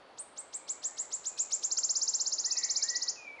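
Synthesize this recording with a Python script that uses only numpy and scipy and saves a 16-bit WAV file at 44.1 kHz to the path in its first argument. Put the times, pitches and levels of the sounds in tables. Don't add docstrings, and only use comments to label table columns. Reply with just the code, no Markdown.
import sys
import numpy as np
from scipy import signal
from scipy.fft import rfft, irfft
from scipy.io import wavfile
from scipy.ndimage import uniform_filter1d

SR = 44100
rng = np.random.default_rng(int(sys.argv[2]) if len(sys.argv) > 2 else 0)


def file_out(sig):
    cols = np.atleast_2d(sig).T
    lim = np.clip(cols, -1, 1)
    pcm = np.round(lim * 32767).astype(np.int16)
    wavfile.write(sys.argv[1], SR, pcm)


N = 149940

# (frequency [Hz], relative level [dB])
AIR_COLOUR = [(25, -18), (50, -17.5), (78, -10.5), (110, -13.5), (200, -9), (330, -2.5), (545, 1.5),
              (900, 0.5), (1300, -3), (1700, -7.5), (2450, -12), (3300, -13.5), (4500, -15.5), (6000, -25),
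              (8000, -30.5), (10000, -27.5), (11000, -48.5)]
# (pitch [Hz], relative level [dB], time to fade by 60 dB [s])
TWIG_TONES = [(1404, 0, 0.027), (1950, -7, .025), (2530, -4.5, 0.014), (3190, 0.5, 0.013)]
# (start [s], length [s], first pitch [Hz], last pitch [Hz], level [dB])
DISTANT_CALLS = [(0, 0.132, 4580, 4340, -73), (0.41, 0.08, 2120, 2060, -65), (0.5, 0.28, 2310, 2260, -65),
                 (0.83, 0.055, 1806, 1815, -56.5), (0.88, 0.25, 2100, 2020, -65),
                 (1.275, 0.045, 2410, 2490, -60), (1.32, .11, 2510, 2490, -60),
                 (1.41, .11, 2420, 2130, -62)]
# (time [s], pitch [Hz], level [dB])
WHISTLE_CURVES = [
    [(2.44, 1614, -75), (2.465, 1867, -55), (2.485, 1982, -48.5), (2.51, 1986, -65)],
    [(2.518, 2460, -60), (2.535, 2650, -54), (2.562, 2490, -54), (2.575, 2450, -68)],
    [(2.785, 2430, -58), (2.797, 2275, -49.5), (2.815, 2040, -61)],
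    [(2.825, 1574, -53.5), (2.85, 1830, -53.5), (2.89, 1885, -47.5), (2.92, 1940, -45), (2.962, 1945, -45),
     (2.98, 2067, -54)],
    [(3.158, 2660, -58), (3.19, 2485, -47.5), (3.24, 2443, -51.5), (3.28, 2325, -43), (3.32, 2284, -52.5),
     (3.355, 2332, -51)],
    [(3.365, 2760, -61), (3.385, 2190, -49), (3.4, 1885, -44.5)],
]
# (time [s], pitch [Hz], level [dB])
BUZZ_CURVE = [(2.558, 2090, -48), (2.575, 2060, -51.5), (2.65, 2090, -45.5), (2.685, 2050, -51.5)]

# (knee [s], lead-in [s], rise [s], top pitch [Hz], level [dB], shape [0 opening note to 1 trill note])
SONG_NOTES = [(0.1842, 0.015, 0.029, 9120, -34.5, 0.16), (0.3744, 0.016, 0.028, 8560, -34.5, 0.16),
              (0.5366, 0.013, 0.029, 8400, -31.5, 0.063), (0.6898, 0.016, 0.025, 8000, -27, 0.053),
              (0.8386, 0.016, 0.03, 7890, -26, 0.062), (.9825, 0.016, 0.032, 7920, -27.5, 0.012),
              (1.1236, 0.016, 0.029, 7820, -27, 0.081), (1.2552, 0.017, 0.029, 7800, -27, 0.066),
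              (1.3875, 0.015, 0.029, 7750, -23, 0.039), (1.5205, 0.015, .029, 7650, -22, 0.25),
              (1.6352, 0.013, 0.023, 7580, -23, 0.29), (1.7132, 0.01, .018, 7480, -23.5, 0.6),
              (1.7715, 0.007, 0.022, 7520, -23, 0.9), (1.8329, 0.0076, 0.022, 7510, -23, 0.87),
              (1.893, 0.007, 0.022, 7440, -22.5, 0.9), (1.9543, 0.0074, 0.022, 7360, -23, 1),
              (2.0153, 0.0074, .0235, 7410, -23, 0.95), (2.0772, 0.0082, 0.021, 7480, -22.5, 1),
              (2.1379, 0.009, 0.021, 7530, -22.5, 0.94), (2.2, 0.011, 0.021, 7460, -23.5, 1),
              (2.2621, 0.012, 0.021, 7340, -23.5, 0.92), (2.3222, 0.011, 0.022, 7250, -24, 0.93),
              (2.3838, .010, 0.023, 7230, -25, 0.97), (2.4458, 0.011, 0.024, 7330, -23.5, 1),
              (2.509, .011, 0.022, 7260, -23.5, 1), (2.5697, .010, .0235, 7340, -23.5, 1),
              (2.6340, 0.012, 0.02, 7340, -22.5, 1), (2.698, 0.012, 0.021, 7380, -22.5, 0.96),
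              (2.7603, .013, 0.021, 7360, -22, 0.95), (2.8242, .012, 0.02, 7390, -21, 0.98),
              (2.8875, .012, 0.021, 7300, -23.5, 1), (2.9555, 0.014, .018, 7170, -23.5, 0.94),
              (3.0205, 0.014, 0.018, 7220, -24.5, 0.94), (3.0815, .012, 0.021, 7110, -24, 1)]
# (place [-1 start, 0 knee], pitch [Hz], level [dB], second harmonic [dB])
OPENING_LEAD_IN = [(-1.2, 1900, -74, -57), (-.9, 2150, -68, -53), (-.55, 2750, -51.5, -45),
                   (-0.26, 3600, -42.5, -47), (0, 4550, -40.5, -48.5)]
TRILL_LEAD_IN = [(-1, 3600, -59, -64), (-0.68, 3870, -47.5, -68), (-0.29, 4200, -39.5, -67),
                 (0, 4480, -34.5, -58)]
# (place [0 knee, 1 top], pitch [share of top], relative level [dB], second harmonic [dB])
OPENING_RISE = [(0.1, .715, -7.5, -28.5), (0.29, .845, -4, -28.5), (0.56, .9, 0.7, -40),
                (.93, 0.97, -3.3, -38)]
TRILL_RISE = [(0.15, .69, -2, -37.5), (.45, 0.81, -0.7, -43.5), (0.76, .93, 0.7, -31),
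              (0.92, 0.982, -2.3, -44)]
END_HOOK = [(1.08, .997, -3.5, -42), (1.25, .935, -9, -45), (1.55, .8, -22, -50)]
# (frequency [Hz], gain [dB])
VOICE_COLOUR = [(3000, -3.5), (4600, -0.5), (5350, 0), (5900, -2.3), (6900, -1.6), (9000, -1), (10500, -9),
                (12000, -32)]
# (time [s], gain [dB])
ECHO_AMOUNT = [(0.2, -12.5), (1.2, -10), (1.9, -13), (2.6, -12), (3.1, -12)]
# (frequency [Hz], gain [dB])
ECHO_COLOUR = [(2000, -3), (3100, -2), (4200, 4), (6000, 1.2), (7500, 0), (9500, 3)]

TIME = np.arange(N) / SR
FAR_ECHO_FADE_S = 0.9


def from_db(db):
    return 10 ** (np.asarray(db) / 20)


def db_at(colour, hz):
    table_hz, db = np.transpose(colour)
    return np.interp(np.log(np.maximum(hz, 1)), np.log(table_hz), db)


def coloured(sound, colour):
    hz = np.fft.rfftfreq(len(sound), 1 / SR)
    return irfft(rfft(sound) * from_db(db_at(colour, hz)), len(sound))


def glide(curve, smoothing=45):
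    times, hz, db = np.transpose(curve)
    times = np.maximum.accumulate(times)
    span = slice(max(int(times[0] * SR) - smoothing, 0), min(int(times[-1] * SR) + smoothing, N))
    t = TIME[span]
    pitch = uniform_filter1d(np.interp(t, times, hz), smoothing)
    sounding = (t > times[0]) * (t < times[-1])
    gain = uniform_filter1d(from_db(np.interp(t, times, db)) * sounding, smoothing)
    return span, pitch, 2 * np.pi * np.cumsum(pitch) / SR, gain


def whistle(curve, swing_hz=0, rate_hz=1, dip_db=0):
    out = np.zeros(N)
    span, _, phase, gain = glide(curve)
    turn = 2 * np.pi * rate_hz * TIME[span]
    dip = from_db(-dip_db * (1 + np.cos(turn)) / 2)
    out[span] = gain * dip * np.sin(phase + swing_hz / rate_hz * np.sin(turn))
    return out


def scatter(sound, fade_s):
    t = TIME[:SR]
    echoes = rng.standard_normal(SR) * from_db(-60 * t / fade_s) * (t > 0.0015)
    echoes /= np.sqrt(np.sum(echoes ** 2) + 1e-12)
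    return signal.fftconvolve(sound, echoes)[:N]


def air(level_db=-57):
    noise = coloured(rng.standard_normal(N), AIR_COLOUR)
    return from_db(level_db) * noise / noise.std()


def twig(start_s=1.786, level_db=-43):
    t = np.maximum(TIME - start_s, 0)
    return sum((-1) ** k * from_db(level_db + db - 60 * t / fade_s) * np.sin(2 * np.pi * hz * t)
               for k, (hz, db, fade_s) in enumerate(TWIG_TONES))


def distant_birds(soft_ends_db=6.5):
    calls = np.zeros(N)
    for start, length, first_hz, last_hz, db in DISTANT_CALLS:
        curve = [(start, first_hz, db - soft_ends_db),
                 (start + length / 2, (first_hz + last_hz) / 2, db),
                 (start + length, last_hz, db - soft_ends_db)]
        calls += whistle(curve, swing_hz=400 * length, rate_hz=17 * rng.uniform(.7, 1.3))
    return from_db(-4) * calls + from_db(1) * scatter(calls, FAR_ECHO_FADE_S)


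def farther_bird():
    song = sum(whistle(curve) for curve in WHISTLE_CURVES)
    song += whistle(BUZZ_CURVE, swing_hz=185, rate_hz=58, dip_db=7)
    early = from_db(-5.5) * scatter(song, fade_s=0.22)
    tail = from_db(-3.5) * scatter(song, FAR_ECHO_FADE_S)
    return song + early + tail


def squeak(start, hz, length_s=0.01, db=-51):
    return whistle([(start, hz, db - 6), (start + length_s / 2, hz - 250, db),
                    (start + length_s, hz - 1300, db - 8)])


def rising_note(knee, lead_in, rise, top_hz, db, trill):
    is_trill = trill > .5
    effort_db = db + 26
    low = np.array(TRILL_LEAD_IN if is_trill else OPENING_LEAD_IN)
    low = low + [0, 0, .8 * effort_db, 1.35 * effort_db]
    shape = (1 - trill) * np.array(OPENING_RISE) + trill * np.array(TRILL_RISE)
    high = np.vstack([shape, END_HOOK]) * [1, top_hz, 1, 1] + [0, 0, db, db]
    place, hz, first_db, second_db = np.vstack([low, high]).T
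    if is_trill:
        tilt_db_per_octave = -8 * (knee - 2.2)
        first_db = first_db + tilt_db_per_octave * np.log2(hz / 5400)
    times = knee + place * np.where(place < 0, lead_in, rise)
    hz = hz * (1 + .003 * rng.standard_normal(len(times)))
    wobble_db = 0.4 * rng.standard_normal(len(times))
    out = np.zeros(N)
    for harmonic, level_db in enumerate((first_db, second_db, second_db - 16), 1):
        span, pitch, phase, gain = glide(np.transpose([times, harmonic * hz, level_db + wobble_db]))
        out[span] += gain * from_db(db_at(VOICE_COLOUR, pitch)) * np.sin(phase) * (pitch < SR / 2)
    return out


def songbird(trunk_delay_s=0.017):
    song = np.zeros(N)
    for knee, lead_in, rise, top_hz, db, trill in SONG_NOTES:
        song += rising_note(knee, lead_in, rise, top_hz, db, trill)
        song += (1 - trill) ** 2 * squeak(knee + 1.08 * rise, top_hz + 1500)
    trunk = from_db(-20.5) * np.interp(TIME - trunk_delay_s, TIME, song, left=0)
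    early = from_db(-11.5) * scatter(song, fade_s=0.19)
    into_forest = song * from_db(np.interp(TIME, *np.transpose(ECHO_AMOUNT)))
    tail = scatter(coloured(into_forest, ECHO_COLOUR), fade_s=0.42)
    return song + trunk + early + tail


def scene():
    return (songbird() + farther_bird() + distant_birds() + twig() + air())[None]


def record(dry):
    return signal.sosfilt(signal.ellip(10, .1, 80, 11400, fs=SR, output="sos"), dry)


dry = scene()
out = record(dry)
file_out(out)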